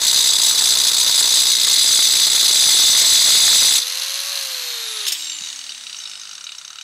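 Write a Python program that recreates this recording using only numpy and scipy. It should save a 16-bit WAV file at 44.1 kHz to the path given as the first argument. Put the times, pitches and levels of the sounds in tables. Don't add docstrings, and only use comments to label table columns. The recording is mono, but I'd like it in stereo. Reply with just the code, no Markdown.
import sys
import numpy as np
from scipy import signal
from scipy.fft import rfft, irfft, next_fast_len
from scipy.io import wavfile
from scipy.ndimage import uniform_filter1d, minimum_filter1d, map_coordinates

SR = 44100
rng = np.random.default_rng(int(sys.argv[2]) if len(sys.argv) > 2 else 0)


def level_to_linear(level):
    exponent = np.asarray(level, float) / 20
    return 10 ** exponent


def wav_out(sig):
    wavfile.write(sys.argv[1], SR, np.round(np.clip(np.atleast_2d(sig).T, -1, 1) * 32767).astype(np.int16))


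N = 301199
T = np.arange(N) / SR

GEAR = 3.57
FREED_S, OFF_S, DOWN_S = 3.78, 4.31, 5.07
# f/Hz, level/dB per Hz
GRIT = [(900, -54), (1500, -13.5), (2700, -4), (3300, -2.5), (4500, -0.5), (5800, -2.5), (6400, 0.5),
        (7200, -1.5), (9100, -6.5), (11400, -6.5), (12600, -8.5), (13300, -14.5), (15500, -12.5),
        (16000, -58)]
# t/s, how far the fan outlet faces us/dB, loose gear level/dB, share of high clatter/dB
FREE = [(3.76, -7, -32, -3), (3.9, -5, -27.5, -7.5), (4.3, -7.5, -30.5, -6), (4.5, -6.5, -32, -8.5),
        (4.8, -5, -36, -12), (5.06, -3, -30, -22), (5.17, 1, -45, -18), (5.35, 0, -53.5, -20),
        (5.5, 2, -62, -18), (5.75, -1, -60, -20), (6.83, 0, -60, -20)]


def unit(x):
    return x / np.sqrt(np.mean(x ** 2) + 1e-20)


def along(points, hz):
    f, v = np.transpose(points)
    return np.interp(np.log(hz + 1), np.log(f + 1), v)


def levels(rows):
    s, *columns = np.transpose(rows)
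    return [np.interp(T, s, c, left=-120, right=-120) for c in columns]


def before(s):
    return np.clip((s - T) / .03 + .5, 0, 1)


def wobble(rate):
    return map_coordinates(rng.standard_normal(int(N * rate / SR) + 4), [T * rate])


def filtered(x, response):
    m = next_fast_len(N + SR // 2)
    return irfft(rfft(x, m) * response(np.fft.rfftfreq(m, 1 / SR)), m)[..., :N]


def coloured(x, spectrum):
    return unit(filtered(x, lambda hz: level_to_linear(along(spectrum, hz))))


def modes(f, table):
    return sum((-1) ** k * level_to_linear(db) * 1j * f * w / (c * c - f * f + 1j * f * w)
               for k, (c, w, db) in enumerate(table))


def ringing(x, table):
    return filtered(x, lambda f: modes(f, table))


def blows(turns, jitter, scatter_db, life):
    at = np.flatnonzero(np.diff(np.floor(turns)))
    chance = rng.standard_normal((len(at), 2))
    place = np.clip(at + (jitter * SR * chance[:, 0]).astype(int), 0, N - 1)
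    train = np.bincount(place, level_to_linear(scatter_db * chance[:, 1]), N)
    return unit(signal.lfilter([1], [1, -np.exp(-1 / (life * SR))], train))


def yard():
    # f/Hz, level/dB per Hz
    far_hum = [(20, -17), (60, -5.5), (200, -9), (500, -8), (1200, 5), (3000, -36)]
    return level_to_linear(-57.0 + 1.5 * wobble(2.6)) * coloured(rng.standard_normal(N), far_hum)


def fan(armature_hz):
    # f/Hz, level/dB per Hz
    air_fast = [(120, -58), (250, -46), (600, -27), (1280, -18), (3050, -12), (4190, -9), (5400, -15),
                (6140, -13), (8090, -17.5), (12400, -24.5), (14300, -33), (15000, -42), (16000, -60)]
    air_slow = [(150, -71), (400, -26.5), (900, -18.5), (1400, -17.5), (1900, -8), (2900, -10), (3800, -4),
                (4300, -3), (6400, -11.5), (8000, -5.5), (9800, -15), (13000, -31), (16000, -30)]
    facing_db, _, _ = levels(FREE)
    air_db = -23 + 13 * np.log2(armature_hz / 500) + facing_db
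    fast = np.clip((armature_hz - 230) / 150, 0, 1)
    air = fast * coloured(rng.standard_normal(N), air_fast)
    air = air + (1 - fast) * coloured(rng.standard_normal(N), air_slow)
    return level_to_linear(air_db + 0.1 * wobble(48)) * air


def swell(hz):
    # f/Hz, half width/Hz, gain/dB
    casing = [(410, 60, 6), (1280, 110, 16), (1640, 80, 8), (3700, 180, 14), (4250, 200, 12),
              (7380, 200, 8), (10850, 300, 5), (12300, 500, 3)]
    return sum(db / (1 + ((hz - c) / w) ** 2) for c, w, db in casing)


def whine(armature_hz):
    multiples = [
        1,
        2,
        3,
        25,
        1 + 1 / 3.57,
    ]
    # level at 500 Hz/dB, rise per doubling/dB, change under power/dB, more in the stone/dB
    loudness = [
        (-47, 18, -4, -1),
        (-59, 17, 6, -13),
        (-56, 20, -3, -4),
        (2, 0, -5, -16),
        (-59, 45, -8, 0),
    ]
    # f/Hz, level/dB
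    contacts = [(3800, -72), (4500, -68), (5000, -45), (5500, -42), (6100, -49), (7000, -40), (11000, -42),
                (14200, -42)]
    phase = 2 * np.pi * np.cumsum(armature_hz) / SR
    out = 0
    for k, (db, slope_db, power_db, stone_db) in zip(multiples, loudness):
        tone_hz = k * armature_hz
        level_db = db + slope_db * np.log2(armature_hz / 500)
        level_db = level_db + power_db * before(OFF_S) + stone_db * before(FREED_S)
        level_db = level_db + swell(tone_hz)
        if k == 25:
            level_db = level_db + along(contacts, tone_hz)
        out = out + level_to_linear(level_db + 0.61 * wobble(25)) * np.sin(k * phase + 0.14 * wobble(40))
    return out


def mesh(armature_hz, turns):
    lines = 0
    for k in range(27, 34):
        line_db = -.3 * (k - 30.5) ** 2 + .8 * swell(k * armature_hz / GEAR) + 2 * wobble(9)
        lines = lines + level_to_linear(line_db) * np.sin(2 * np.pi * k * turns + .5 * wobble(25))
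    heard = before(DOWN_S) - before(FREED_S)
    return level_to_linear(-45.5 - 9 * before(OFF_S + .05)) * heard * lines


def loose_gears(turns):
    # f/Hz, width/Hz, level/dB
    housing = [(2710, 190, -2.5), (4090, 390, 7.5), (6300, 330, 3)]
    # f/Hz, width/Hz, level/dB
    guard = [(10500, 620, 12), (11900, 720, 7), (11500, 1600, 13)]
    _, gear_db, high_db = levels(FREE)
    clumps = blows(.55 * turns, jitter=.002, scatter_db=2.5, life=.0045)
    slaps = unit(clumps * blows(2.4 * turns, jitter=.001, scatter_db=2.5, life=.0018))
    slaps = np.tanh(slaps / 2.2) * rng.standard_normal(N)
    gear = unit(ringing(slaps, housing)) + level_to_linear(high_db) * unit(ringing(slaps, guard))
    gear = filtered(gear, lambda hz: 1 / (1 + (hz / 13500) ** 12))
    return level_to_linear(gear_db) * gear


def brush(turns):
    # t/s, rise/s, time to fall 60 dB/s, disc ring level/dB, housing level/dB
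    touches = [
        (5.064, .002, .12, -22, -19),
        (5.072, .012, .045, -16, -23),
        (5.092, .006, .4, -42, -27),
        (5.1185, .003, .07, -14, -34),
        (5.14, .012, .08, -34, -26),
        (5.16, .01, .6, -29, -46),
    ]
    # f/Hz, width/Hz, level/dB
    free_disc = [(4743, 60, -1), (5324, 80, 0), (5950, 50, -8), (6471, 50, -8), (6799, 45, -1),
                 (7531, 40, -5), (8600, 30, -1), (9372, 30, -9), (11310, 30, -8), (12000, 40, -12),
                 (13300, 25, -11), (14410, 40, -17), (15560, 50, -20)]
    stilled_s = 5.27
    ring, shake = 0, 0
    for s, rise, t60, ring_db, shake_db in touches:
        swelling = np.clip((T - s) / rise, 0, 1) ** 2
        touch = swelling * level_to_linear(-60 * np.clip(T - s - rise, 0, None) / t60)
        ring = ring + level_to_linear(ring_db) * touch
        shake = shake + level_to_linear(shake_db) * touch
    disc = level_to_linear(16) * before(stilled_s) * ringing(ring * rng.standard_normal(N), free_disc)
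    scrape = level_to_linear(-5) * ring * before(DOWN_S + .085) * coloured(rng.standard_normal(N), GRIT)
    skip = .3 + np.tanh(blows(1.7 * turns, jitter=.0003, scatter_db=1.5, life=.0022))
    body = ringing(shake * skip * rng.standard_normal(N), [(3150, 830, 11.5), (3850, 250, 15.0)])
    return disc + scrape + body


def thud():
    # t/s, level/dB, f/Hz, time to fall 60 dB/s
    landings = [
        (5.412, -31, 195, 0.024),
    ]
    noise = rng.standard_normal(N)
    soil = 2 * uniform_filter1d(noise, size=12) - 2 * uniform_filter1d(noise, size=48)
    out = 0
    for s, db, hz, t60 in landings:
        t = np.clip(T - s, 0, None)
        fade = level_to_linear(db - 60 * t / t60) * (1 - np.exp(-t / 0.0036))
        out = out + fade * (np.sin(2 * np.pi * hz * t) + soil)
    return out


def knocks():
    # t/s, case level/dB, cover level/dB, lighter ticks before the next/count
    hard = [(5.1944, -24, -30, 1), (5.2196, -21, -26, 3), (5.2673, -24, -24, 1), (5.2944, -21, -21, 1),
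            (5.3161, -22, -26, 1), (5.3459, -25, -33, 2), (5.4061, -25, -23, 1), (5.4346, -23, -26, 3),
            (5.4839, -26, -23, 0), (5.4983, -24, -26, 1), (5.5578, -33, -24, 0), (5.5881, -26, -24, 3),
            (5.6903, -22, -28, 1), (5.7174, -24, -30, 2), (5.8078, -27, -32, 1), (5.8659, -22, -27, 1),
            (5.9263, -24, -29, 2), (5.9849, -31, -23, 3), (6.0534, -23, -37, 1), (6.0942, -29, -27, 4),
            (6.1951, -30, -26, 7), (6.3502, -30, -26, 2), (6.4389, -28, -25, 0), (6.4656, -23, -35, 1),
            (6.5179, -25, -29, 1), (6.5809, -29, -24, 1), (6.6462, -28, -25, 0), (6.6765, -26, -28, 3),
            (6.7839, -26, -32, 0), (6.8095, -28, -27, 0)]
    s, case_db, cover_db, _ = np.transpose(hard)
    ticks = np.concatenate([np.linspace(a[0], b[0], a[3] + 2)[1:-1] - .002 for a, b in zip(hard, hard[1:])])
    chance = 1.8 * rng.standard_normal((len(s) + len(ticks), 3))
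    light = chance[len(s):] - 3 * (ticks[:, None] - DOWN_S)
    s = np.r_[s, ticks]
    handle_db = -47 + 6.5 * (s - DOWN_S) + chance[:, 1]
    return s, np.r_[case_db, -25.5 + light[:, 0]], handle_db, np.r_[cover_db, -26 + light[:, 2]]


def rattle():
    # f/Hz, width/Hz, level/dB
    parts = [
        [(2300, 400, -9), (2950, 280, -2), (3600, 260, -2), (3870, 260, 0), (4400, 240, -4), (4750, 200, -4)],
        [(1400, 330, 0)],
        [(5450, 300, -2), (5700, 250, 0), (6200, 350, 0), (6500, 350, -1), (7100, 500, -9)],
        [(10800, 1200, 0), (12200, 1500, -3)],
    ]
    loudness_db = [
        3.5,
        0.5,
        2,
        -18,
    ]
    s, case_db, handle_db, cover_db = knocks()
    size = 2048
    t, hz = np.arange(size) / SR, np.fft.rfftfreq(size, 1 / SR)
    fade = level_to_linear(-60 * t / 0.0088) + 0.29 * level_to_linear(-60 * t / 0.073)
    shape = (1 - np.exp(-t / 0.00041)) * fade * (t < .03)
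    burst = rfft(shape * rng.standard_normal((len(s), size)))
    no_bass = (1j * hz / (1j * hz + 900)) ** 3
    at = ((s * SR).astype(int)[:, None] + np.arange(size)).ravel()
    out = np.zeros(N + size)
    for part, db, own_db in zip(parts, [case_db, handle_db, cover_db, cover_db], loudness_db):
        knock = irfft(burst * no_bass * modes(hz, part) ** 2, size)
        knock = knock * (level_to_linear(db + own_db) / np.abs(knock).max(axis=1))[:, None]
        out += np.bincount(at, knock.ravel(), N + size)[:N + size]
    return out[:N]


def slab_rumble(turns, ring_db):
    # f/Hz, level/dB per Hz
    rumble = [(18, -47), (30, -7), (439, -2.5), (482, -2.5), (955, 1.5), (1380, 2), (2080, 2), (2500, -35),
              (3250, -32), (5500, -120)]
    split_s = 1.5
    whole, loose = (972, 74, -8.5), (2095, 140, -3)
    slab_db = -35 + 0.94 * (ring_db + 14) - 14 * (1 - before(FREED_S + .02))
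    jolts = .85 + .6 * blows(turns / 2, jitter=0.0027, scatter_db=3.5, life=.004)
    slab = coloured(jolts * level_to_linear(0.98 * wobble(40)) * rng.standard_normal(N), rumble)
    for (hz, width, db), share in ((whole, before(split_s)), (loose, 1 - before(split_s))):
        note = signal.lfilter(*signal.iirpeak(hz, hz / width, SR), jolts * rng.standard_normal(N))
        slab = slab + level_to_linear(db) * share * unit(note)
    return level_to_linear(slab_db) * slab


def cut(turns):
    # t/s, disc ring level/dB, depth as gain of the low notes/dB
    cutting = [(0, -15, 0), (.25, -14.5, 1.5), (.32, -16, 1.5), (.45, -15.5, 0.5), (.9, -15, 0),
               (1.1, -14.5, 1), (1.5, -14.5, 1), (1.57, -15.5, 2.5), (2.05, -13.5, 1.5), (2.5, -14, 1.5),
               (2.75, -10, 1.5), (3.2, -11.5, 1.5), (3.5, -7, 2), (3.72, -13, 0.5), (3.78, -15, -0.5),
               (3.805, -23.5, 3), (3.84, -36, 13.5)]
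    disc_hz = [2090, 3510, 3750, 3950, 4290, 4810, 5310, 6050, 6660, 7700, 8435, 8690, 9450, 9700, 10530,
               11030, 12040, 12920, 13710, 14680]
    # width/Hz, level/dB
    disc_notes = [(140, -20), (200, -2), (350, -2), (300, -2), (150, -1), (220, -1), (130, -5), (150, 0),
                  (110, -2), (140, 1), (70, -6), (90, -11), (100, -16), (110, -4), (100, -7), (110, -16),
                  (100, -14), (220, -19), (130, -23), (110, -20)]
    ring_db, depth_db = levels(cutting)
    hard = blows(turns / 2, jitter=.002, scatter_db=2, life=0.0033)
    gentle = blows(turns, jitter=.001, scatter_db=-0.5, life=0.0012)
    bite = unit((0.82 + 1.12 * hard + 0.38 * gentle) * level_to_linear(1.24 * wobble(34.15)))

    def steel(f):
        return np.array([sum(level_to_linear(db) * modes(f, [(hz, width, 0)]) ** 2
                             for hz, (width, db) in zip(disc_hz[k::2], disc_notes[k::2]))
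                         for k in range(2)])

    drift = level_to_linear(0.66 * np.array([wobble(3.17), wobble(3.15)]))
    ring = unit(filtered(bite * drift * rng.standard_normal((2, N)), steel).sum(axis=0))
    ring = ring + (level_to_linear(depth_db) - 1) * filtered(ring, lambda hz: hz < 5050)
    grit = coloured(bite * rng.standard_normal(N), GRIT)
    return level_to_linear(ring_db) * (ring + level_to_linear(-7.0) * grit) + slab_rumble(turns, ring_db)


def spread(x, wide):
    # f/Hz, level/dB
    lean = [(60, -1), (380, 0.5), (2380, -1), (15000, 0.5)]
    z = signal.stft(x, nperseg=512)[2]
    scrambled = z * np.exp(2j * np.pi * rng.random(z.shape))
    other = signal.istft(scrambled, nperseg=512)[1][:N]
    side = filtered(other, lambda hz: level_to_linear(along(wide, hz) + 2.5))
    return filtered(np.array([x + side, x - side]), lambda hz: level_to_linear(np.outer([.5, -.5], along(lean, hz))))


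def scene():
    # t/s, f/Hz
    speed = [(0, 449), (1.2, 438), (3.6, 441), (3.75, 471.8), (3.88, 500.3), (4.0, 525.6), (4.15, 548.9),
             (4.31, 568.1), (4.55, 512.6), (4.78, 465.5), (5.05, 415.4), (5.16, 312), (5.43, 281.3),
             (5.76, 244.9), (6.04, 217.6), (6.3, 194), (6.55, 174.2), (6.83, 152)]
    # f/Hz, side minus middle/dB
    wide_cut = [(60, -22), (110, -17), (200, -11.5), (380, -7.5), (700, -7), (1290, -11.5), (2380, -21.5),
                (4400, -21.5), (8120, -25), (15000, -32)]
    wide_free = [(60, -20), (150, -32), (380, -21), (950, -20), (2380, -16.5), (5980, -21.5),
                 (15000, -21.5)]
    armature_hz = np.interp(T, *np.transpose(speed))
    turns = np.cumsum(armature_hz) / GEAR / SR
    machine = fan(armature_hz) + whine(armature_hz) + mesh(armature_hz, turns) + loose_gears(turns)
    laid_down = brush(turns) + thud() + rattle()
    return spread(yard() + machine + laid_down, wide_free) + spread(cut(turns), wide_cut)


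def roll_off(x):
    return signal.sosfilt(signal.butter(12, 16100, fs=SR, output="sos"), x)


def record(dry):
    low = filtered(dry.mean(axis=0) ** 2,
                   lambda hz: 1 / (1 + (45 / (hz + 1)) ** 4) / (1 + (hz / 500) ** 2))
    bent = dry + level_to_linear(-30.0) * low
    need = np.minimum(1, .66 / (np.abs(bent).max(axis=0) + 1e-9))
    gain = uniform_filter1d(minimum_filter1d(need, size=90), size=60)
    mix = filtered(bent * gain, lambda hz: hz < 15760)
    return roll_off(mix)


dry = scene()
out = record(dry)
wav_out(out)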